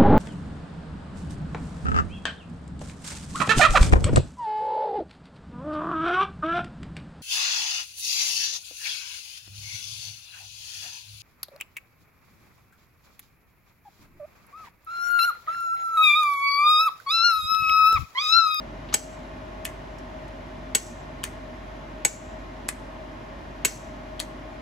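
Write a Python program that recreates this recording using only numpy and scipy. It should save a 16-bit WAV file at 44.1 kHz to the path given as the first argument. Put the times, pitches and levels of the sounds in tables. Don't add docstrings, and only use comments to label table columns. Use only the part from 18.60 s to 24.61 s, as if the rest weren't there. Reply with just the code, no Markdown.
import sys
import numpy as np
from scipy import signal
from scipy.fft import rfft, irfft
from scipy.io import wavfile
from scipy.ndimage import uniform_filter1d

SR = 44100
rng = np.random.default_rng(int(sys.argv[2]) if len(sys.argv) > 2 else 0)


def materialize(psi):
    bounded = np.clip(np.atleast_2d(psi).T, -1, 1)
    quanta = np.round(bounded * 32767).astype(np.int16)
    wavfile.write(sys.argv[1], SR, quanta)


N = 265041

# pitch_hz, relative_level_per_hz_db, side_minus_mid_db
AIR = [(25.1, -25, -17), (60, 0, -14), (101.6, -1.5, -15.5), (172, -5, -15), (244, -1.5, -11),
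       (364.6, -3.5, -9), (466, -10.5, 0.5), (700, -7.5, 1.5), (1000, -9, -1.5), (1375, -12, 3.5),
       (2300, -20, -3.5), (3086, -23, -3.5), (3945, -27.5, -3), (6600, -35.5, -3.5), (9100, -44, 9),
       (11570, -44, -7), (16100, -73, 5.5)]
# pitch_hz, width_hz, rms_level_db, left_minus_right_db
DRONE = [(145.6, 5.4, -56.5, -4.5), (251.5, 12, -54, -3), (558.3, 14, -57, 1.5), (637, 60, -49.5, 4),
         (865, 16, -62, 0.5), (1078, 22, -61, 2.5), (1830, 160, -63, 5), (2400, 110, -66, 7)]
# multiple_of_shaft_rate, rms_level_db, level_waver_db, phase_wander_radians,
# left_minus_right_db, left_lead_radians
HUM = [(1, -45, 1.25, 0.13, -1.5, 0.018), (13, -48.5, 2, 0.85, 5, 1.704)]
# start_s, level_db,
# pitch_hz, width_hz, t60_s (t60 is the time to fade by 60 dB)
TICKS = [(.288, -46, 3100, 1900, 0.12), (0.3253, -39, 2900, 350, 0.047), (0.3272, -34, 1200, 350, 0.045),
         (.3262, -36.5, 3000, 3020, .07), (0.332, -37.5, 6370, 1500, 0.14),
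         (1.384, -48.5, 6000, 5530, 0.038), (1.680, -56.5, 8150, 7000, .04)]
# start_s, level_db, first_rebound_ms, rebound_db, knock_db, top_treble_db,
# favoured_pitch_hz, favoured_boost_db, ping_db, long_ring_db
PULLS = [(0.3407, -2, 2.2, 0, 3, -0.5, 3050, 2.5, 1, 2.5),
         (2.1495, -2, 2.7, 0, 3.5, 0.5, 1460, 3.5, 0.5, 3.5),
         (3.4495, -1, 1.6, 0.5, 3, -1, 7000, 6.5, 0.5, 2.5),
         (5.049, -1.5, 3, 0, 5.5, 4, 2740, 4, -4.5, 3.5)]
# start_s, level_db, unstick_level_db, scrape_level_db, favoured_pitch_hz,
# favoured_boost_db, favoured_width_octaves, knock_db, rattle_time_s
RELEASES = [(1.0521, -1, -46, -33, 3150, 13, 0.28, 0.5, .045),
            (2.6389, 0.5, -28, -36, 3160, 3.5, 0.13, -0.5, .045),
            (4.0885, 1, -44, -25, 7600, 3, 0.15, 0.5, .045),
            (5.6002, -0.5, -24, -29, 4120, 6.5, .2, -0.5, .03)]
# pitch_hz, pull_level_db, release_level_db
CRACK = [(100, -5.5, -6), (395, -1, -1.5), (1020, -1.5, 2), (2940, 5.5, 1), (5350, 2.5, -3.5),
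         (7000, 9.5, -0.5), (8260, -2.5, 7.5), (9880, 4, -1.5), (11600, 1, 6), (11470, 7, -17.5),
         (12770, 0, -4), (15650, -9.5, -10.5)]
# pitch_hz, t60_s, pull_level_db, release_level_db
BODY = [(306, 0.13, -43.5, -60), (457, .03, -41, -54.5), (677, .025, -38, -54), (825, .03, -33.5, -47),
        (1055, 0.023, -33, -38), (1520, 0.03, -28, -36), (1767, 0.028, -31, -26), (2025, .03, -43, -33),
        (2240, 0.034, -29, -38), (2530, 0.034, -45.5, -31), (2707, .035, -35.5, -58),
        (2876, 0.03, -36, -72), (3166, .025, -35, -38), (3530, .035, -34.5, -44), (4260, 0.03, -34, -32),
        (4760, 0.022, -40, -50), (5950, .02, -28, -55), (6587, 0.039, -19.5, -46), (7420, .026, -23.5, -35),
        (7860, .026, -8.5, -32), (8200, .018, -24, -36), (8440, .022, -25, -27), (8630, .028, -33, -25),
        (8900, .025, -26, -31), (9760, .024, -27, -33), (12030, .026, -26.5, -48), (12630, .02, -28.5, -39),
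        (13290, 0.02, -29.5, -42), (13200, .02, -35.5, -39), (14730, .02, -35, -50)]
# pitch_hz, width_hz, t60_s, pull_level_db, release_level_db
PIPE = [(1900, 900, .3, -47, -70), (4330, 120, .45, -54, -76), (4700, 1600, .38, -44.5, -60),
        (6050, 900, .56, -43, -63), (6500, 60, .45, -47, -72), (7260, 130, .55, -46, -72),
        (7865, 85, .42, -42, -68), (8350, 700, .36, -45, -55), (8000, 3000, .48, -44, -62),
        (12300, 1600, .3, -51, -58)]
# pitch_hz, t60_s, level_db
SPRING = [(1780, 0.01, -36), (1990, 0.012, -31.5), (2470, 0.0064, -42), (8400, .012, -49)]
# delay_s, level_db
BOBS = [(.0108, -0.5), (.0198, -6.5), (.0245, -1.5), (.034, -16), (.0378, 0.5)]
# pitch_hz, left_minus_right_db, left_lead_radians
PORTS = [(300, -1, 0), (750, 4, .9), (1000, 4, 1.8), (1350, 1.5, 1.8), (2000, 4.5, .9), (3000, 5.5, .7),
         (4300, 6, .7), (5400, 6, -.2), (6500, 2, .1), (7800, .5, -1.5), (8900, 0, -3.1), (13200, 0, -9.3),
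         (15500, 0, -12.8)]

TIME = np.arange(N) / SR
FREQ = np.maximum(np.arange(N // 2 + 1) * SR / N, 1)
AGE = TIME[:SR * 2 // 3]

SHAFT_HZ, AIR_DB = 48.02, -41
ROOM_RIPPLE_DB, ROOM_RIPPLE_HZ = 2, 44.1
LEAD_IN_S, LEAD_IN_DB, LEAD_IN_HZ, LEAD_IN_WIDTH_HZ, LEAD_IN_T60_S = 0.0023, -37, 4200, 3400, 0.0193
KNOCK_HZ, KNOCK_OCTAVES, TREBLE_HZ, TREBLE_OCTAVES = 1800, 0.79, 12240, 0.48
PING_HZ, PING_OCTAVES = 7860, .04
PULL_CRACK_DB, PULL_CRACK_T60_S, PULL_BODY_DB = -10, 0.016, 2
PIPE_FLICKER_DB, PIPE_FLICKER_HZ = 1.5, 70
THUD_DB, THUD_HZ, THUD_WIDTH_HZ, THUD_LAG_S = -21, 310, 430, .009
RATTLE_DB, RATTLE_HZ, RATTLE_WIDTH_HZ = -28, 2505, 2800
RATTLE_GAP_S, RATTLE_T60_S, RATTLE_TAP_T60_S = 0.005, 0.11, 0.0093
UNSTICK_LEAD_S, UNSTICK_HZ, UNSTICK_T60_S, UNSTICK_GRIT_DB = 0.0057, 3280, 0.015, -16
SCRAPE_LEAD_S, SCRAPE_HZ, SCRAPE_WIDTH_HZ, SCRAPE_T60_S = 0.0043, 7100, 4500, 0.011
DROP_GAP_MS, DROP_REBOUND_DB = 2.2, -8.5
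DROP_CRACK_DB, DROP_CRACK_T60_S, DROP_BODY_DB = -12, 0.0059, -3
DROP_RING_SHARE = 0.79
SEAT_DELAY_S, SEAT_DB, SEAT_HZ, SEAT_WIDTH_HZ, SEAT_T60_S = .0072, -36, 8000, 2400, 0.021
SURGE_ROUND_TRIP_S = .0125
SURGE_HZ, SURGE_WIDTH_HZ, SURGE_T60_S, SURGE_DB, SURGE_LOSS_DB = 6530, 1000, 0.012, -37, -4.5
TOP_HZ = 15600


def undb(db):
    return 10 ** (np.asarray(db) / 20)


def unit(x):
    return x / np.sqrt(np.mean(x ** 2))


def curve(hz, values):
    return np.interp(np.log(FREQ), np.log(hz), values)


def noise(gain):
    return unit(irfft(rfft(rng.standard_normal(N)) * gain, N))


def band(hz, width):
    return 1 / (1 + ((FREQ / hz - hz / FREQ) * hz / (1.5 * width)) ** 2)


def wander(hz):
    return noise(np.exp(-(FREQ / hz) ** 2))


def standing_waves():
    hz = np.arange(0, SR / 2, ROOM_RIPPLE_HZ)
    depth_db = ROOM_RIPPLE_DB * np.minimum(FREQ / 1000, 1)
    return undb(depth_db * np.interp(FREQ, hz, rng.standard_normal(len(hz))))


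def workshop(waver_hz=5, drone_side_db=-9):
    hz, air_db, side_db = np.transpose(AIR)
    side = undb(curve(hz, side_db))
    colour = undb(curve(hz, air_db)) * standing_waves() / np.hypot(1, side)
    mid_noise, side_noise = rfft(rng.standard_normal((2, N)))
    opposed = np.array([[1], [-1]])
    air = irfft(colour * (mid_noise + opposed * side * side_noise), N)
    out = undb(AIR_DB) * unit(air)
    for centre, width, db, pan_db in DRONE:
        shape = band(centre, width)
        spread = undb(drone_side_db) * np.interp(centre, FREQ, side)
        drone = noise(shape) + opposed * spread * noise(shape)
        out += undb(db + opposed * pan_db / 2) * unit(drone)
    for multiple, db, waver_db, drift, pan_db, lead in HUM:
        steady_phase = 2 * np.pi * round(multiple) * SHAFT_HZ * TIME
        tone = np.sin(steady_phase + drift * wander(waver_hz) + opposed * lead / 2)
        wavering = tone * undb(waver_db * wander(waver_hz))
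        out += undb(db + opposed * pan_db / 2) * unit(wavering)
    return out


def burst(gain):
    size = len(AGE)
    colour = np.interp(np.arange(size // 2 + 1) * SR / size, FREQ, gain)
    return unit(irfft(rfft(rng.standard_normal(size)) * colour, size))


def fade(t60, delay=0, rise=0.0001):
    age = np.maximum(AGE - delay, 0)
    return np.minimum(age / rise, 1) * np.exp(-np.log(1000) * age / t60)


def add(track, s, sound):
    start = int(s * SR)
    track[start:start + len(sound)] += sound[:N - start]


def tick(db, hz, width, t60):
    return undb(db) * burst(band(hz, width) ** 2) * fade(t60, rise=0.00048)


def stray_ticks():
    track = np.zeros(N)
    for s, db, hz, width, t60 in TICKS:
        add(track, s, tick(db, hz, width, t60))
    return track


def favour(hz, db, octaves=0.088):
    return undb(db * np.exp(-(np.log2(FREQ / hz) / octaves) ** 2))


def ring(hz, detune=0.002):
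    tuned_hz = hz * (1 + detune * rng.standard_normal())
    return np.sin(2 * np.pi * (tuned_hz * AGE + rng.random()))


def chatter(t60, gap_ms, rebound_db, shrink=.65, loss_db=-2.5):
    gap = gap_ms / 1000
    blows = [(0, 0.0049)]
    blows += [(gap * (1 + k * shrink), rebound_db + k * loss_db) for k in range(3)]
    return np.sqrt(sum((undb(db) * fade(t60, delay, rise=0.00035)) ** 2 for delay, db in blows))


def stroke(body_db, crack_shape_db, pipe_db, crack_db, crack_t60, gap_ms, rebound_db, landing, ring_share=1):
    crack_colour = undb(curve([row[0] for row in CRACK], crack_shape_db))
    click = undb(crack_db) * burst(crack_colour * landing) * chatter(crack_t60, gap_ms, rebound_db)
    for (hz, t60, *_), db in zip(BODY, body_db):
        strength = undb(db) * np.interp(hz, FREQ, landing)
        click += strength * ring(hz) * chatter(t60 * ring_share, gap_ms, rebound_db)
    beating = undb(PIPE_FLICKER_DB * burst(np.exp(-(FREQ / PIPE_FLICKER_HZ) ** 2)))
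    for (hz, width, t60, *_), db in zip(PIPE, pipe_db):
        strength = undb(db) * np.interp(hz, FREQ, landing)
        click += strength * burst(band(hz, width) * landing) * fade(t60) * beating
    return click


def thud():
    phase = 4 * np.pi * THUD_LAG_S * np.sqrt(THUD_HZ * FREQ)
    wave = irfft(band(THUD_HZ, THUD_WIDTH_HZ) * np.exp(-1j * phase), N)[:len(AGE)]
    return undb(THUD_DB) * wave / np.abs(wave).max()


def housing_rattle(count=10):
    delays = RATTLE_GAP_S * np.cumsum(.5 + rng.random(count))
    sizes = undb(2 * rng.standard_normal(count)) * np.exp(-np.log(1000) * delays / RATTLE_T60_S)
    energy = sum((size * fade(RATTLE_TAP_T60_S, delay)) ** 2 for delay, size in zip(delays, sizes))
    return undb(RATTLE_DB) * burst(band(RATTLE_HZ, RATTLE_WIDTH_HZ)) * np.sqrt(energy)


def pull_in():
    track = np.zeros(N)
    body_db, pipe_db, crack_shape_db = np.transpose(BODY)[2], np.transpose(PIPE)[3], np.transpose(CRACK)[1]
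    for s, db, gap_ms, rebound_db, knock_db, treble_db, spot_hz, spot_db, ping_db, ring_db in PULLS:
        landing = favour(KNOCK_HZ, knock_db, KNOCK_OCTAVES) * favour(TREBLE_HZ, treble_db, TREBLE_OCTAVES)
        landing = landing * favour(spot_hz, spot_db) * favour(PING_HZ, ping_db, PING_OCTAVES)
        add(track, s - LEAD_IN_S, tick(LEAD_IN_DB, LEAD_IN_HZ, LEAD_IN_WIDTH_HZ, LEAD_IN_T60_S))
        slam = stroke(body_db + PULL_BODY_DB, crack_shape_db, pipe_db + ring_db,
                      PULL_CRACK_DB, PULL_CRACK_T60_S, gap_ms, rebound_db, landing)
        add(track, s, undb(db) * (slam + thud() + housing_rattle()))
    return track


def drop_out():
    track = np.zeros(N)
    body_db, pipe_db, crack_shape_db = np.transpose(BODY)[3], np.transpose(PIPE)[4], np.transpose(CRACK)[2]
    for s, db, unstick_db, scrape_db, spot_hz, spot_db, spot_octaves, knock_db, _ in RELEASES:
        landing = favour(KNOCK_HZ, knock_db, KNOCK_OCTAVES) * favour(spot_hz, spot_db, spot_octaves)
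        grit = undb(UNSTICK_GRIT_DB) * burst(band(SCRAPE_HZ, SCRAPE_WIDTH_HZ))
        unstick = (ring(UNSTICK_HZ, detune=0.032) + grit) * fade(UNSTICK_T60_S, rise=0.000488)
        add(track, s - UNSTICK_LEAD_S, undb(unstick_db) * unstick)
        add(track, s - SCRAPE_LEAD_S, tick(scrape_db, SCRAPE_HZ, SCRAPE_WIDTH_HZ, SCRAPE_T60_S))
        soft_blow = stroke(body_db + DROP_BODY_DB, crack_shape_db, pipe_db, DROP_CRACK_DB, DROP_CRACK_T60_S,
                           DROP_GAP_MS, DROP_REBOUND_DB, landing, DROP_RING_SHARE)
        add(track, s, undb(db) * soft_blow)
        add(track, s + SEAT_DELAY_S, tick(db + SEAT_DB, SEAT_HZ, SEAT_WIDTH_HZ, SEAT_T60_S))
    return track


def spring_rattle(scatter_db=1.5):
    track = np.zeros(N)
    for s, *_, rattle_s in RELEASES:
        for delay, bob_db in BOBS:
            if delay >= rattle_s:
                continue
            tap = np.zeros(len(AGE))
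            for hz, t60, db in SPRING:
                strength = undb(db + scatter_db * rng.standard_normal())
                tap += strength * ring(hz, detune=0.028) * fade(t60, rise=0.00076)
            add(track, s + delay, undb(bob_db) * tap)
    return track


def spring_surge(count=4, scatter_db=2.5):
    track = np.zeros(N)
    for s, *_ in RELEASES:
        for k in range(count):
            db = SURGE_DB + k * SURGE_LOSS_DB + scatter_db * rng.standard_normal()
            ping = tick(db, SURGE_HZ, SURGE_WIDTH_HZ, SURGE_T60_S)
            add(track, s + (k + 1) * SURGE_ROUND_TRIP_S, ping)
    return track


def valve():
    return stray_ticks() + pull_in() + drop_out() + spring_rattle() + spring_surge()


def ports(x):
    hz, pan_db, lead = np.transpose(PORTS)
    half = undb(curve(hz, pan_db) / 2) * np.exp(.5j * np.interp(FREQ, hz, lead))
    return irfft(rfft(x) * np.array([half, 1 / half]), N)


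def echoes(x, db, t60, delay, dull_hz):
    out = []
    for _ in range(2):
        response = burst(1 / np.hypot(1, FREQ / dull_hz)) * fade(t60, delay, rise=0.0039)
        out.append(signal.fftconvolve(x, response / np.linalg.norm(response))[:N])
    return undb(db) * np.array(out)


def scene():
    background = workshop()
    clicks = valve()
    near = echoes(clicks, db=-10.5, t60=.09, delay=.003, dull_hz=7000)
    walls = echoes(clicks, db=-20.0, t60=0.12, delay=0.0064, dull_hz=2490)
    far = echoes(clicks, db=-23.5, t60=.42, delay=.016, dull_hz=3000)
    return ports(clicks) + near + walls + far + background


def gain_control(x, threshold_db, slope, release_db_per_s, attack=.004, window=.002):
    power = uniform_filter1d(np.mean(x ** 2, axis=0), max(int(window * SR), 1))
    over_db = np.maximum(10 * np.log10(np.maximum(power, 1e-12)) - threshold_db, 0)
    recovery = release_db_per_s * TIME
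    held_db = np.maximum.accumulate(over_db + recovery) - recovery
    pole = np.exp(-1 / (attack * SR))
    smooth_db = signal.lfilter([1 - pole], [1, -pole], held_db)
    return x * undb(-slope * smooth_db)


def record(dry):
    ducked = gain_control(dry, threshold_db=-23, slope=.35, release_db_per_s=62)
    rounded = np.tanh(ducked)
    top_cut = signal.ellip(8, .1, 60, TOP_HZ, fs=SR, output="sos")
    return signal.sosfiltfilt(top_cut, rounded)


dry = scene()
out = record(dry)
materialize(out)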